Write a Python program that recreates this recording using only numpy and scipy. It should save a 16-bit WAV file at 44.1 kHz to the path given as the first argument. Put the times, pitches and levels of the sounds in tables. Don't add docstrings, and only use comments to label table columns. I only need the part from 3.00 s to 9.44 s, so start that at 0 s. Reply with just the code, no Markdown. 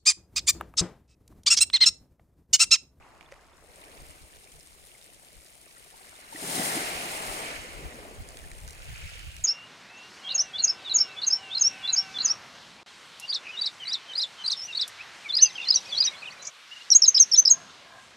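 import sys
import numpy as np
from scipy import signal
from scipy.fft import rfft, irfft
from scipy.io import wavfile
from scipy.ndimage import uniform_filter1d

SR = 44100
rng = np.random.default_rng(int(sys.argv[2]) if len(sys.argv) > 2 else 0)


def persist_wave(psi):
    counts = np.round(np.clip(psi, -1, 1) * 32767).astype(np.int16)
    wavfile.write(sys.argv[1], SR, np.atleast_2d(counts).T)


N = 283986
TIME, BINS = np.arange(N) / SR, np.fft.rfftfreq(N, 1 / SR)

# [freq_hz, level_db]
FAR_SURF_COLOUR = [(60, -9), (110, 0), (160, 9.5), (220, 6), (350, -45), (1000, -43)]
BREEZE_COLOUR = [(10, -14), (30, 2), (70, 0), (105, -8), (150, -9.5), (220, -34.5), (600, -50)]
FOAM_COLOUR = [(1500, -10.5), (3000, 2), (4200, 0.5), (5500, 1), (6300, -2), (7200, 1.5), (7750, -1.5),
               (8300, 2.5), (9100, 1), (10000, -4), (10900, -1), (12000, -8), (14000, -9), (15800, -18)]
SHINGLE_COLOUR = [(900, -7), (1450, 5), (1800, 0), (2450, 1), (2900, 3), (3500, -2), (4300, 1), (5200, -1),
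                  (7500, 0), (15000, -50)]
SLOSH_COLOUR = [(400, -3.5), (750, 2), (1000, 3), (1250, 2.5), (1650, -4), (2100, 4), (4000, -44)]
CHURN_COLOUR = [(120, -50), (220, 1), (300, -0.5), (420, 4.5), (520, 1.5), (720, 4), (900, 0.5),
                (1200, 1.5), (2500, -34)]
PLUNGE_COLOUR = [(50, -25), (90, -34), (140, 7), (230, -1), (300, 1), (400, -0.5), (800, -36)]

# [freq_hz, level_db]
MUFFLING = [(1300, -3), (2500, -7), (4500, -8), (8000, -9.5)]
# [freq_hz, left_minus_right_db]
PORT_BALANCE = [(200, -1), (700, 2), (1400, 2), (2400, -2), (3700, -5), (5500, -1), (7300, -4), (8150, 6),
                (8450, 19), (10000, 16), (14000, 15), (15500, 23)]
# [freq_hz, likeness_0_to_1]
PORT_LIKENESS = [(100, 1), (350, 0.6), (700, 0.22), (1300, 0.57), (2400, 0), (4500, 0.08), (5900, 0),
                 (6500, 1), (8000, 0.5), (8800, 0), (11000, 0.6), (15000, 0.7)]
# [freq_hz, delay_s]
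PORT_LAG = [(300, 0), (650, .00018), (1000, .00047), (1500, .0004), (2000, .00051), (3000, .00048),
            (5500, .00054)]
LAG_TOP_HZ = 5560
EDGE_HZ = 15900

# [time_s, level_db]
BREEZE_LEVEL = [(0, -59.5), (1.2, -62), (2.6, -66.5), (3.4, -66.5), (4.7, -53), (6.44, -45)]
# [centre_s, level_db]
GUSTS = [(1.02, -46), (1.1, -50), (1.24, -50.5), (1.36, -55), (1.56, -51.5), (1.85, -58), (2.38, -54),
         (3.96, -49), (4.3, -46), (4.58, -45), (4.76, -44), (4.86, -38.5), (5.2, -37.5), (5.48, -44),
         (5.64, -42.5), (5.91, -37), (6.05, -40), (6.27, -40)]
GUST_HALF_S = 0.03

# [start_s, rise_s, hold_s, fade_db_per_s, churn_db, slosh_db, shingle_db, foam_db]
WASHES = [(-0.3, 0.28, 0.037, 15.5, -58.5, -57, -60, -65),
          (0.511, 0.32, 0.14, 49.5, -57, -63.5, -58.5, -79.5),
          (2.432, 0.9, 0.19, 32, -62.5, -59.5, -51.5, -56.5),
          (3.249, 0.37, 0.07, 20.5, -38.5, -42, -35.5, -32.5), (3.86, 0.46, .06, 58, -44, -45.5, -41, -40),
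          (4.333, .1, .04, 89, -49, -57, -43.5, -48), (4.599, 0.19, .23, 56, -47, -57, -57.5, -57),
          (5.105, .3, 0.29, 29.5, -63, -63, -59.5, -62.5), (5.552, 0.41, 0.032, 35, -73, -64.5, -45, -61.5)]
# [time_s, level_db]
GRAIN_COVER = [(0, 0), (3.3, 0), (3.6, 2), (4.4, 0), (4.7, -4), (5.15, -4), (5.3, 0), (6.44, 0)]
PLUNGE_GRAINS_DB, SWASH_GRAINS_DB, TAPS_DB, TICKS_DB = -3, -10.5, -7.5, -4

# [start_s, level_db, pitch_hz]
PLOPS = [(.261, -41.5, 3420), (.321, -31.5, 534), (.533, -47, 3440), (1.608, -45.5, 5270),
         (1.95, -45.5, 2090), (2.763, -43, 1330), (2.77, -46.5, 1880), (2.94, -40, 860), (3.008, -43, 750),
         (3.238, -49, 4060), (3.153, -45.5, 3530), (3.326, -31, 890), (3.347, -30.5, 298),
         (3.359, -30, 1890), (3.435, -28, 337), (3.535, -30, 134), (3.59, -25, 229), (3.598, -21.5, 720),
         (3.767, -19.5, 298), (4.645, -35.5, 470), (4.82, -33.5, 163), (4.83, -37, 470), (4.985, -37, 536),
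         (5.05, -34, 640), (5.439, -40.5, 1740), (5.681, -39, 1460)]
PLOP_T60_S, PLOP_SIZE_LAW = .033, 0.24

# [start_s, crack_db, ring_db, ring_hz, left_minus_right_db]
KNOCKS = [(0.209, -39, -33, 2350, -16), (.317, -34, -37, 2450, 2), (.322, -31, -31, 1980, -6),
          (.975, -46, -41, 2350, -3), (1.607, -42, -80, 2686, -7), (2.013, -49, -39, 3800, -3),
          (2.843, -42, -53.5, 7000, 10), (5.288, -34, -32, 7100, -2.5), (5.37, -28.5, -39.5, 2440, -5),
          (5.483, -39, -47, 2450, 6), (5.515, -32, -38, 1900, -2), (5.584, -32, -47, 2500, 1),
          (5.677, -28, -38, 6700, -3), (5.687, -36, -35, 5900, -7), (5.707, -38, -32, 5950, 1),
          (5.73, -33, -47, 2250, 1), (6.193, -32, -36, 2700, -1), (6.365, -28, -42, 2570, -6)]
# [multiple_of_ring_hz, level_db]
STONE_MODES = [(1, -1.5), (1.22, -10)]
BOUNCE_GAP_S, BOUNCE_DROP_DB = .018, -7

# [time_s, pitch_hz]
STONE_RING = [(0, 2450), (2.9, 2196), (3.302, 2060), (3.698, 1900), (3.95, 2390), (4.4, 2270), (5.8, 2224),
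              (6.3, 2570)]
# [time_s, pitch_hz]
BUBBLE_RING = [(0, 770), (.9, 486), (2.8, 600), (3.7, 774), (4.3, 684), (4.85, 463), (6.44, 598)]
# [time_s, pitch_hz]
POCKET_RING = [(3.33, 333), (3.43, 300), (3.5, 233), (3.56, 163), (3.62, 190), (3.7, 252), (3.8, 256),
               (4, 296), (5, 245.5)]
# [centre_s, level_db]
GULPS = [(3.47, -38.5), (3.58, -38), (3.68, -43.5), (3.78, -40), (4.06, -44)]
GULP_HALF_S = 0.041


def gain_of(db):
    return 10 ** (np.asarray(db) / 20)


def evened(x):
    return x / np.sqrt(np.mean(x ** 2) + 1e-20)


def read(points, hz):
    freq_hz, value = np.transpose(points)
    return np.interp(np.log(hz + 1), np.log(freq_hz + 1), value)


def follow(curve):
    return np.interp(TIME, *np.transpose(curve))


def level(curve):
    return gain_of(follow(curve))


def filtered(x, gain):
    return irfft(rfft(x) * gain, N)


def coloured(x, spectrum):
    return evened(filtered(x, gain_of(read(spectrum, BINS))))


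def add(mix, start_s, sound):
    part = mix[:, max(round(start_s * SR), 0):][:, :sound.shape[1]]
    part += sound[:, :part.shape[1]]


def flicker(top_hz):
    return evened(filtered(rng.standard_normal(N), np.exp(-(BINS / top_hz) ** 2)))


def puffs(events, half_s):
    return sum(gain_of(db) * np.exp(-((TIME - centre_s) / half_s) ** 2) for centre_s, db in events)


def ring(hz, t60, rise=0.):
    t = np.arange(int(t60 * SR) + 8) / SR
    tone = np.sin(2 * np.pi * hz * t * (1 + rise * t / t60))
    return tone * np.exp(-np.log(1000) * t / t60)


def resonate(x, curve, width_hz):
    turn = np.exp(2j * np.pi * np.cumsum(follow(curve)) / SR)
    r = np.exp(-np.pi * width_hz / SR)
    smooth = signal.lfilter([1 - r], [1, -r], x / turn)
    return 2 * (turn * smooth).real


def wash(patchy_db):
    frames, hz = N // 128 + 5, np.fft.rfftfreq(512, 1 / SR)
    a, b, c, d, patches = rng.standard_normal((5, frames, len(hz)))
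    patches = uniform_filter1d(patches, size=7, axis=0)
    patches = evened(uniform_filter1d(patches, size=7, axis=1))
    same = np.clip(read(PORT_LIKENESS, hz), 0, 1)
    left = a + 1j * b
    right = same * left + np.sqrt(1 - same ** 2) * (c + 1j * d)
    frames_lr = np.array([left, right]) * gain_of(patchy_db * patches)
    noise = signal.istft(frames_lr.transpose(0, 2, 1), nperseg=512, noverlap=384)[1]
    return evened(noise[:, :N])


def grains(low_hz, high_hz, per_s, cycles, spread_db, rise=0., count=42):
    out = np.zeros((2, N))
    for hz in np.geomspace(low_hz, high_hz, count):
        at = np.flatnonzero(rng.random(N) < per_s / count / SR)
        size_db = spread_db * np.minimum(rng.exponential(1, N)[at], 3.5)
        train = np.zeros(N)
        train[at] = gain_of(size_db) * (-1) ** at
        grain = ring(hz * rng.uniform(.99, 1.01), cycles / hz, rise) * hz
        sound = signal.oaconvolve(train, grain)[:N]
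        skew, side_db = rng.standard_normal(2)
        out += np.array([np.roll(sound, int(skew * 3)), sound]) * gain_of([[side_db], [-side_db]])
    return evened(out / np.sqrt(per_s))


def crowding(flow, calm_per_s):
    return calm_per_s * np.maximum(flow / np.median(flow), .5) ** 1.3


def stirred(layer, rest_db, inertia, linger):
    index = ["churn", "slosh", "shingle", "foam"].index(layer)
    power = gain_of(rest_db) ** 2
    for start_s, rise_s, hold_s, fade_db_per_s, *layer_db in WASHES:
        t = TIME - start_s
        swell = np.sin(np.pi / 2 * np.clip(t / (inertia * rise_s), 0, 1)) ** 2
        fading_s = np.maximum(t - inertia * (rise_s + hold_s), 0)
        fade_db = fade_db_per_s / linger * fading_s
        power = power + (swell * gain_of(layer_db[index] - fade_db)) ** 2
    return np.sqrt(power)


def far_surf():
    return gain_of(-72.0) * coloured(rng.standard_normal((2, N)), FAR_SURF_COLOUR)


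def breeze():
    eddies = coloured(rng.standard_normal((2, N)), BREEZE_COLOUR) * gain_of(1.4 * flicker(23))
    strength = np.hypot(level(BREEZE_LEVEL), puffs(GUSTS, GUST_HALF_S))
    return strength * evened(eddies) * gain_of([[1], [-1]])


def foam(flutter_db=0.94):
    flow = stirred("foam", rest_db=-56.0, inertia=0.93, linger=1.0)
    ticks = grains(4500, 13000, per_s=crowding(flow, 700), cycles=5, spread_db=5.1)
    hiss = wash(patchy_db=1.5)
    fizz = coloured(hiss + gain_of(TICKS_DB) * level(GRAIN_COVER) * ticks, FOAM_COLOUR)
    fluttering = fizz * gain_of(flutter_db * flicker(32))
    high_pass = signal.butter(2, 11500, "high", fs=SR, output="sos")
    spray = signal.sosfilt(high_pass, wash(patchy_db=1.5))
    spray_gain = gain_of(-13.0) * flow / flow.max()
    return gain_of(-3.0) * flow * (fluttering + spray_gain * spray)


def plops():
    out = np.zeros((2, N))
    for start_s, db, hz in PLOPS:
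        t60 = PLOP_T60_S * (10 ** 3 / hz) ** PLOP_SIZE_LAW
        note = ring(hz, t60, rise=0.076)
        swell = 1 - np.exp(-np.arange(len(note)) / SR * hz)
        add(out, start_s, gain_of(db) * note * swell * np.ones((2, 1)))
    return out


def knocks(crack_s=0.000965, scatter_s=0.0068, scatter_db=-23, ring_cycles=18, count=3):
    out, t = np.zeros((2, N)), np.arange(1800) / SR
    band = signal.butter(2, [1500, 8500], "band", fs=SR, output="sos")
    for start_s, crack_db, ring_db, hz, pan_db in KNOCKS:
        for bounce in range(count):
            hit_s = start_s + bounce * BOUNCE_GAP_S
            size = gain_of(BOUNCE_DROP_DB * bounce + np.array([[pan_db], [-pan_db]]) / 2)
            crack = rng.standard_normal(len(t)) * t / crack_s * np.exp(-t / crack_s)
            scatter = gain_of(scatter_db) * rng.standard_normal((2, len(t))) * np.exp(-t / scatter_s)
            add(out, hit_s, size * gain_of(crack_db) * signal.sosfilt(band, crack + scatter))
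            for ratio, mode_db in STONE_MODES:
                mode = ring(hz * ratio, ring_cycles / hz)
                add(out, hit_s + crack_s, size * gain_of(ring_db + mode_db) * mode)
    return out


def shingle():
    flow = stirred("shingle", rest_db=-61.0, inertia=1.324, linger=1.5)
    taps = grains(1400, 6000, per_s=crowding(flow, 400), cycles=22, spread_db=4.4)
    stones = wash(patchy_db=1.7) + gain_of(TAPS_DB) * level(GRAIN_COVER) * taps
    ringing = stones + gain_of(10) * resonate(stones, STONE_RING, width_hz=730)
    return gain_of(-1.22) * flow * coloured(ringing, SHINGLE_COLOUR)


def water(churn):
    slosh = stirred("slosh", rest_db=-70, inertia=1.15, linger=1.35)
    near = gain_of(SWASH_GRAINS_DB) * level(GRAIN_COVER)
    middle_grains = grains(260, 1000, crowding(churn, 350), cycles=16, spread_db=3, rise=.1, count=30)
    middle = wash(patchy_db=1.3) + near * middle_grains
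    small_grains = grains(800, 1800, crowding(slosh, 350), cycles=18, spread_db=3, rise=.1, count=24)
    small = wash(patchy_db=1.3) + near * small_grains
    gurgle = middle + gain_of(-2.0) * resonate(middle, BUBBLE_RING, width_hz=270)
    return (gain_of(-0.92) * churn * coloured(gurgle, CHURN_COLOUR)
            + gain_of(2.26) * slosh * coloured(small, SLOSH_COLOUR))


def plunge(churn):
    deep_grains = grains(110, 380, per_s=240, cycles=16, spread_db=2, rise=.1, count=20)
    cloud = wash(patchy_db=2) + gain_of(PLUNGE_GRAINS_DB) * deep_grains
    boom = evened(resonate(cloud, POCKET_RING, width_hz=187)) + gain_of(-29) * cloud
    air = np.hypot(puffs(GULPS, GULP_HALF_S), gain_of(-8.5) * churn)
    return gain_of(-1.5) * air * coloured(boom, PLUNGE_COLOUR)


def scene():
    churn = stirred("churn", rest_db=-64, inertia=1.05, linger=1.55)
    background = far_surf() + breeze()
    details = foam() + plops() + knocks()
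    return background + details + shingle() + water(churn) + plunge(churn)


def lagged(pair):
    delay_s = read(PORT_LAG, BINS) * (BINS < LAG_TOP_HZ)
    return np.array([pair[0], filtered(pair[1], np.exp(-2j * np.pi * BINS * delay_s))])


def record(dry):
    lean_db = read(PORT_BALANCE, BINS) / 2
    leaning = filtered(lagged(dry), gain_of([lean_db, -lean_db]))
    muffled = filtered(dry, gain_of(read(MUFFLING, BINS)))
    share = np.interp(TIME, [.53, .82], [0, 1])
    heard = share * leaning + (1 - share) * muffled
    low_pass = signal.firwin(511, EDGE_HZ, window=("kaiser", 9), fs=SR)
    return signal.oaconvolve(heard, low_pass[None], "same")


dry = scene()
out = record(dry)
persist_wave(out)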